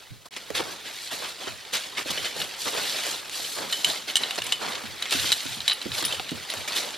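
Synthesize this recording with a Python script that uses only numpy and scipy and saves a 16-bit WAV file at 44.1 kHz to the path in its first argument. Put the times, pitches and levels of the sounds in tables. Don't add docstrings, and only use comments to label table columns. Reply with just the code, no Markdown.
import sys
import numpy as np
from scipy import signal
from scipy.io import wavfile
from scipy.ndimage import uniform_filter1d

SR = 44100
rng = np.random.default_rng(int(sys.argv[2]) if len(sys.argv) > 2 else 0)


def output_pcm(signal):
    pcm = np.clip(np.atleast_2d(signal).T, -1, 1) * 32767
    wavfile.write(sys.argv[1], SR, np.round(pcm).astype(np.int16))


N = 307509

# frequency in Hz, level in dB per Hz.
AIR_SPECTRUM = [(18, -40), (30, 7), (48, 7.5), (153, 12), (189, -1), (449, 8), (1430, -15), (3980, 1),
                (11700, -5), (16000, -5.5)]
CRACKLE_SPECTRUM = [(47, -47), (80, -15), (289, 0), (353, -16), (629, -6.5), (1120, -12), (1340, -2),
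                    (2600, -1), (3240, 2), (4140, 2.5), (5770, -4), (12300, -10), (14600, -18.5),
                    (16000, -38)]
SQUASH_SPECTRUM = [(70, -15), (150, -8), (300, -2.5), (550, 0.5), (900, -1), (1300, -1), (1650, -4.5),
                   (2300, -10), (5000, -54)]
RUMBLE_SPECTRUM = [(25, -13), (45, -3), (58, -6), (75, 12), (130, 12.5), (200, 5), (400, -19)]
# frequency in Hz, gain of the side signal in dB.
MIC_WIDTH = [(60, 10.5), (120, 0.5), (220, -2), (400, -3.5), (700, -4.5), (1300, -7), (2400, -12),
             (4400, -23), (6000, -4), (8200, 1), (15000, 1.5)]

# time in seconds, level in dB.
SHUFFLE_LEVELS = [(0, -48.5), (.2, -55.5), (.29, -58), (.33, -44), (1.2, -44), (1.68, -43.5), (2.3, -39),
                  (4.05, -41), (4.95, -40), (6.97, -38.5)]
SHUFFLE_SHARE_DB = [0, -8, -10.5]
# time of full load and hold in seconds, then crackle,
# squash and fizz in dB.
HOOF_LOADS = [(0.613, 0.12, -41, -41.5, -48.5), (0.862, 0.037, -38, -47.5, -49.5),
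              (0.946, 0.13, -41, -72, -46.5), (1.136, 0.16, -38.5, -46, -45.5),
              (1.41, 0.085, -39.5, -44, -49), (1.784, 0.074, -38.5, -48.5, -47),
              (2.081, 0.19, -34, -42.5, -45), (2.378, 0.063, -37, -43.5, -42),
              (2.612, 0.079, -37, -59, -38.5), (2.75, 0.046, -30.5, -34.5, -38.5),
              (2.828, 0.31, -31.5, -41.5, -39), (3.343, 0.21, -37.5, -51, -39.5),
              (3.585, 0.058, -37, -36, -43.5), (3.707, 0.11, -38, -48, -42), (3.862, 0.1, -35, -40, -40.5),
              (4.215, 0.15, -37.5, -46.5, -48.5), (4.462, 0.042, -35.5, -42, -47),
              (4.62, .11, -34, -35, -46), (4.77, 0.087, -48, -47.5, -55), (5.033, 0.044, -37.5, -48, -62),
              (5.13, 0.17, -28.5, -43, -35.5), (5.35, 0.21, -38.5, -59, -43.5),
              (5.666, 0.04, -38, -50, -52), (5.952, 0.072, -32, -43, -39), (6.058, 0.095, -35, -43, -44.5),
              (6.512, 0.094, -41, -45, -47.5), (6.7, 0.17, -36, -41, -44)]
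# start and length in seconds, then crackle, squash and fizz in dB.
HOOF_SCUFFS = [(0.254, 0.016, -45.5, -45.5, -50), (0.36, 0.02, -32.5, -43, -44),
               (0.541, 0.059, -26, -33.5, -36), (0.59, 0.029, -40, -30, -55),
               (1.105, 0.044, -31.5, -39, -39.5), (1.214, 0.052, -33, -37.5, -52),
               (1.47, 0.027, -34.5, -39.5, -53), (1.724, 0.049, -23, -36, -33),
               (1.965, 0.057, -27.5, -38, -42), (2.103, 0.015, -34, -38, -32.5),
               (2.242, 0.031, -29.5, -39.5, -41.5), (2.39, 0.03, -30, -39, -39.5),
               (2.649, 0.054, -30.5, -33.5, -43), (3.858, 0.055, -33, -38.5, -36),
               (4.07, 0.052, -29.5, -38.5, -40.5), (4.199, 0.061, -34, -37.5, -45),
               (4.376, 0.019, -28, -34.5, -40), (5.115, 0.032, -22, -35.5, -31.5),
               (5.974, 0.028, -29.5, -35, -33.5), (6.674, 0.018, -25.5, -37, -35),
               (6.746, 0.067, -27, -43, -33)]
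# start in seconds, level in dB, treble in dB.
TWIG_SNAPS = [(.365, -31, -3), (1.7708, -31, 11), (3.067, -29, 4), (3.113, -30, 12), (3.2964, -32, 2),
              (4.358, -30.5, 5), (4.3644, -38, 11), (4.7541, -28, -6), (5.0564, -30, -8),
              (6.0513, -25.5, -2), (6.1968, -26.5, -20), (6.731, -29, -2), (6.907, -33, 2)]
# start in seconds, level in dB, pitch in Hz, rumble and crack offsets in dB.
FOOTFALLS = [(0.107, -33.5, 136, -34, -22), (0.503, -21, 458, -29.5, -9.5), (0.602, -21.5, 485, -34, -14),
             (1.22, -31, 509, -29, -12), (1.473, -26.5, 409, -22, -18), (2.058, -26, 524, -32, -13),
             (2.101, -32, 207, -21, -2), (2.173, -26, 535, -23, -15), (2.362, -25, 505, -26, -16),
             (3.396, -27.5, 695, -26, -16), (3.874, -30, 614, -42, -18), (4.384, -23.5, 625, -24, -21),
             (4.837, -32.5, 248, -13.5, -3), (5.147, -25, 291, -15.5, -10), (5.244, -31, 269, -18, 7),
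             (5.454, -29, 293, -18, -5), (5.569, -37.5, 234, -13, -2), (5.857, -21, 312, -21.5, -21),
             (6.026, -27.5, 306, -17.5, 4), (6.133, -26, 570, -23, -10), (6.197, -22.5, 740, -40, -16),
             (6.317, -22, 265, -22.5, -13), (6.538, -28, 620, -19, 3.5)]

# frequency in Hz, level in dB, seconds to fall by 60 dB.
FITTING_MODES = [(1200, -19, 0.068), (1842, -7.5, 0.032), (2204, -12, 0.056), (2904, -2, 0.024),
                 (3018, -0.5, 0.046), (3060, -15, 0.24), (3110, -4.5, 0.045), (3672, -1, 0.021),
                 (3934, 3, 0.03), (4106, -1, 0.016), (4520, -8, 0.049), (5140, -8, 0.052),
                 (6200, -6.5, .018), (7100, -15, 0.06), (7660, -15, 0.065), (8590, -11, 0.063),
                 (10320, -13, 0.055), (11530, -15, 0.037), (12900, -16.5, 0.064), (15150, -30, 0.044)]
CHAIN_MODES = [(5100, -5, 0.039), (9960, -4.5, 0.064), (10770, -14, .06), (13520, -16, .06)]
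# start in seconds, level in dB, rough pitch in Hz, treble in dB,
# factor on the ring time.
HARNESS_CLINKS = [(2.176, -29.5, 3120, -9, 1.2), (2.4166, -27.5, 3390, -5, 1), (3.7256, -25, 4190, -1, 1),
                  (3.7294, -22.5, 3110, -3, 1.1), (3.846, -16, 2915, 1.5, 0.92),
                  (3.8995, -25.5, 4000, -3, .9), (4.1557, -15.5, 2986, 1.5, 0.95),
                  (4.1676, -18, 2976, 1.5, 1), (4.235, -22, 4050, -20, 0.97), (4.3086, -25, 2800, -9, .32),
                  (4.419, -27.5, 3380, -5, .76), (4.466, -32, 2910, 13, 1.1),
                  (4.5223, -16.5, 2974, -5, 0.74), (4.5265, -26, 3040, -1, 0.63),
                  (5.024, -23, 3880, -2.5, 0.54), (5.1083, -26, 3300, 0, .75), (5.1974, -25, 3710, -2, .76),
                  (5.3192, -17, 3990, 2, .34), (5.3254, -17.5, 4020, 2.5, 0.7),
                  (5.6047, -30, 3800, -10, .67), (5.679, -16, 3860, -0.5, 1.5),
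                  (5.6978, -21, 3790, -10, 1.6), (5.7106, -25, 3970, -15, 1),
                  (5.717, -21.5, 4130, -20, 0.76), (5.7264, -29, 2980, -7, 1.3),
                  (5.816, -30, 3980, -8, 0.8), (5.9183, -29, 3950, -10, .54), (6.0506, -30, 3290, -3, .56),
                  (6.061, -34, 4500, 7, .5), (6.125, -25.5, 3080, -3, .77), (6.1456, -32, 3000, 1, .9),
                  (6.2926, -29.5, 2780, -9, .6), (6.5007, -28.5, 3730, -3, 0.74)]
# start in seconds, level in dB.
CHAIN_TINKLES = [(4.44, -28), (5.732, -28.5), (6.051, -17), (6.503, -31)]


def gain_of(db):
    return 10 ** (np.asarray(db) / 20)


def rms(x):
    return np.sqrt(np.mean(x ** 2) + 1e-20)


def colour(x, spectrum, size=4096):
    hz, db = np.transpose(spectrum)
    bin_hz = abs(np.fft.fftfreq(size, 1 / SR))
    bin_db = np.interp(np.log(bin_hz + 1), np.log(hz + 1), db)
    log_gain = np.log(gain_of(np.maximum(bin_db, -100)))
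    taps = np.fft.ifft(np.exp(np.conj(signal.hilbert(log_gain)))).real
    return signal.oaconvolve(x, taps[None, :size // 2], axes=1)[:, :x.shape[1]]


def band(x, low_hz, high_hz, order=2):
    return signal.sosfilt(signal.butter(order, [low_hz, high_hz], "band", fs=SR, output="sos"), x)


def add(mix, start, sound):
    part = mix[:, round(start * SR):][:, :sound.shape[1]]
    part += sound[:, :part.shape[1]]


def wander(per_s):
    knots = rng.standard_normal(N // 16)
    return np.interp(np.arange(N) * per_s / SR, np.arange(len(knots)), knots)


def woodland():
    hush = colour(rng.standard_normal((2, N)), AIR_SPECTRUM)
    return gain_of(-59.5) * hush / rms(hush[0])


def reflections(x, echoes_per_s=2500, early_t60_s=0.097, late_t60_s=0.5):
    t = np.arange(SR // 2) / SR
    taps = rng.standard_normal((2, len(t))) * (rng.random((2, len(t))) < echoes_per_s / SR) * (t > .003)
    taps *= gain_of(-60 * t / early_t60_s) + gain_of(-11) * gain_of(-60 * t / late_t60_s)
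    return signal.fftconvolve(x[:1], taps / np.linalg.norm(taps[0]), axes=1)[:, :N]


def tick(t, treble_db, chatter):
    contact = chatter * rng.standard_normal((2, len(t))) * np.exp(-t / 0.0054)
    contact[:, 0] += [1, .6]
    body = [(200, -25), (1100, -8), (2200, -3), (3500, 3), (5200, -8)]
    treble = [(6800, treble_db - 6.5), (10000, treble_db - 16), (16000, treble_db - 35)]
    sound = colour(contact, body + treble)
    return sound / rms(sound[0, :SR // 300])


def twigs():
    out, t = np.zeros((2, N)), np.arange(SR // 20) / SR
    for start, db, treble_db in TWIG_SNAPS:
        add(out, start, gain_of(db) * tick(t, treble_db, chatter=0.072))
    return out


def pressure(layer, load_s=0.039, ease_s=0.044):
    t = np.arange(N) / SR
    power = gain_of(np.interp(t, *np.transpose(SHUFFLE_LEVELS)) + SHUFFLE_SHARE_DB[layer]) ** 2
    for loaded_at, hold, *levels in HOOF_LOADS:
        load = np.clip(1 + (t - loaded_at) / load_s, 0, 1)
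        ease = np.exp(-np.maximum(t - loaded_at - hold, 0) / ease_s)
        power += (gain_of(levels[layer]) * load * ease) ** 2
    for start, length, *levels in HOOF_SCUFFS:
        swell = np.interp((t - start) / length, [0, .24, .55, 1, 1.6], [0.0073, 0.87, 1, 0.45, 0.0008])
        power += (gain_of(levels[layer]) * swell) ** 2
    return np.sqrt(power)


def fractures(spectrum, band_hz, per_s, spread_db, clump_db):
    size = gain_of(spread_db * np.minimum(rng.exponential(1, N), 5) + clump_db * wander(per_s=170))
    mid = size * rng.choice([-1, 1], N) * (rng.random(N) < per_s / SR)
    side = mid * rng.standard_normal(N)
    sound = band(colour(np.array([mid, side]), spectrum), *band_hz)
    return sound / rms(sound[0])


def flickering_colour(x, depth_db):
    frames = signal.stft(x, nperseg=1024, noverlap=768)[2]
    patches = uniform_filter1d(rng.standard_normal(frames.shape[1:]), size=5, axis=0)
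    patches = uniform_filter1d(patches, size=4, axis=1)
    frames *= gain_of(depth_db * patches / rms(patches))
    sound = signal.istft(frames, nperseg=1024, noverlap=768)[1][:, :N]
    return sound * rms(x) / rms(sound)


def ground_crunch(tilt_per_db=0.5, neutral_ice_db=-7.5, split_hz=3000):
    chips, snow, ice = map(pressure, range(3))
    crackle = chips * fractures(CRACKLE_SPECTRUM, (1580, 6170), per_s=8000, spread_db=2.5, clump_db=2)
    squash = snow * fractures(SQUASH_SPECTRUM, (98, 2600), per_s=3500, spread_db=2, clump_db=0.5)
    fizz = ice * fractures(CRACKLE_SPECTRUM, (6040, 16900), per_s=12000, spread_db=3, clump_db=1.5)
    crisp_db = tilt_per_db * (20 * np.log10(ice / chips) - neutral_ice_db)
    coarse = signal.filtfilt(*signal.butter(3, split_hz, fs=SR), crackle)
    crackle = coarse * gain_of(-crisp_db) + (crackle - coarse) * gain_of(crisp_db)
    return flickering_colour(crackle + squash + fizz, depth_db=2.5)


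def ringing(modes, boost_db, t):
    hz, db, t60 = np.transpose(modes)
    detune, uneven, side, phase = rng.standard_normal((4, len(hz)))
    waves = np.sin(2 * np.pi * (np.outer(hz * (1 + 0.0016 * detune), t) + phase[:, None]))
    waves *= gain_of((db + boost_db + 0.5 * uneven)[:, None] - 60 * t / t60[:, None])
    return np.array([waves.sum(0), 0.65 * side @ waves])


def clink(db, ring_hz, treble_db, length):
    t, hz = np.arange(SR // 6) / SR, np.transpose(FITTING_MODES)[0]
    first, second = np.exp(-(np.log(hz / [[ring_hz], [np.sqrt(8) * ring_hz]]) / 0.075) ** 2)
    boost_db = 10 * first + 5 * second + treble_db * (hz > 4800)
    tuning = (ring_hz / hz[np.argmax(first)]) ** 0.71
    modes = np.array(FITTING_MODES) * [tuning, 1, length]
    ring = ringing(modes, boost_db, t) * (1 - np.exp(-t / 0.00013))
    ring /= rms(ring[0, :SR // 150])
    return gain_of(db) * (ring + gain_of(-4) * tick(t, treble_db + 3, chatter=0.17))


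def harness(rebound_s=0.008, rebound_db=-18.5, close_from_s=2.8, jiggles_per_s=3):
    out, t = np.zeros((2, N)), np.arange(SR // 6) / SR
    for start, db, *fitting in HARNESS_CLINKS:
        add(out, start, clink(db, *fitting))
        add(out, start + rebound_s * rng.uniform(.5, 1.5), clink(db + rebound_db, *fitting))
    for start, db in CHAIN_TINKLES:
        mid, side = gain_of(db) * ringing(CHAIN_MODES, 0, t)
        add(out, start, np.array([mid, side - 0.78 * mid]))
    for slot in np.arange(close_from_s, N / SR, 1 / jiggles_per_s):
        start = slot + rng.random() / jiggles_per_s
        add(out, start, clink(db=-38.5, ring_hz=rng.uniform(2900, 4000), treble_db=3, length=0.87))
    return out


def hooves(decay_cycles=4.3):
    out, t = np.zeros((2, N)), np.arange(SR // 4) / SR
    sag_s = 0.14 * (t - 0.019 * (1 - np.exp(-t / 0.0095)))
    for start, db, hz, rumble_db, crack_db in FOOTFALLS:
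        puff, rumble, crack = rng.standard_normal((3, 2, len(t)))
        fade = np.exp(-t * hz / decay_cycles)
        knock = np.sin(2 * np.pi * hz * (t - sag_s)) * fade * (1 - np.exp(-t / 0.00083))
        puff = band(puff, 0.42 * hz, 1.34 * hz)
        puff *= fade * (1 - np.exp(-t / .001)) / rms(puff)
        crack = band(crack, 500, 3300, order=1)
        crack *= np.exp(-t / 0.0034) / rms(crack)
        rumble = colour(rumble, RUMBLE_SPECTRUM)
        rumble *= (t / 0.056 * np.exp(1 - t / 0.047)) ** 2 / rms(rumble)
        thud = gain_of(-5.5) * np.outer([1, -.7], knock) + gain_of(-8.5) * puff
        add(out, start, gain_of(db) * (thud + gain_of(crack_db) * crack + gain_of(rumble_db) * rumble))
    return out


def scene():
    sharp = harness() + twigs()
    mix = ground_crunch() + sharp + gain_of(-11) * reflections(sharp) + hooves() + woodland()
    mid, side = mix[0], colour(mix[1:], MIC_WIDTH)[0]
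    side = side - 0.21 * band(mid, 70, 1300, order=1)
    return np.array([mid + side, mid - side])


def record(dry):
    gap_centre_s, gap_s, cutoff_hz = 0.2975, 0.021, 16100
    live = abs(np.arange(N) / SR - gap_centre_s) > gap_s / 2
    lowpass = signal.firwin(255, cutoff_hz, window=("kaiser", 9), fs=SR)
    return signal.oaconvolve(dry * live, lowpass[None], "same")


dry = scene()
out = record(dry)
output_pcm(out)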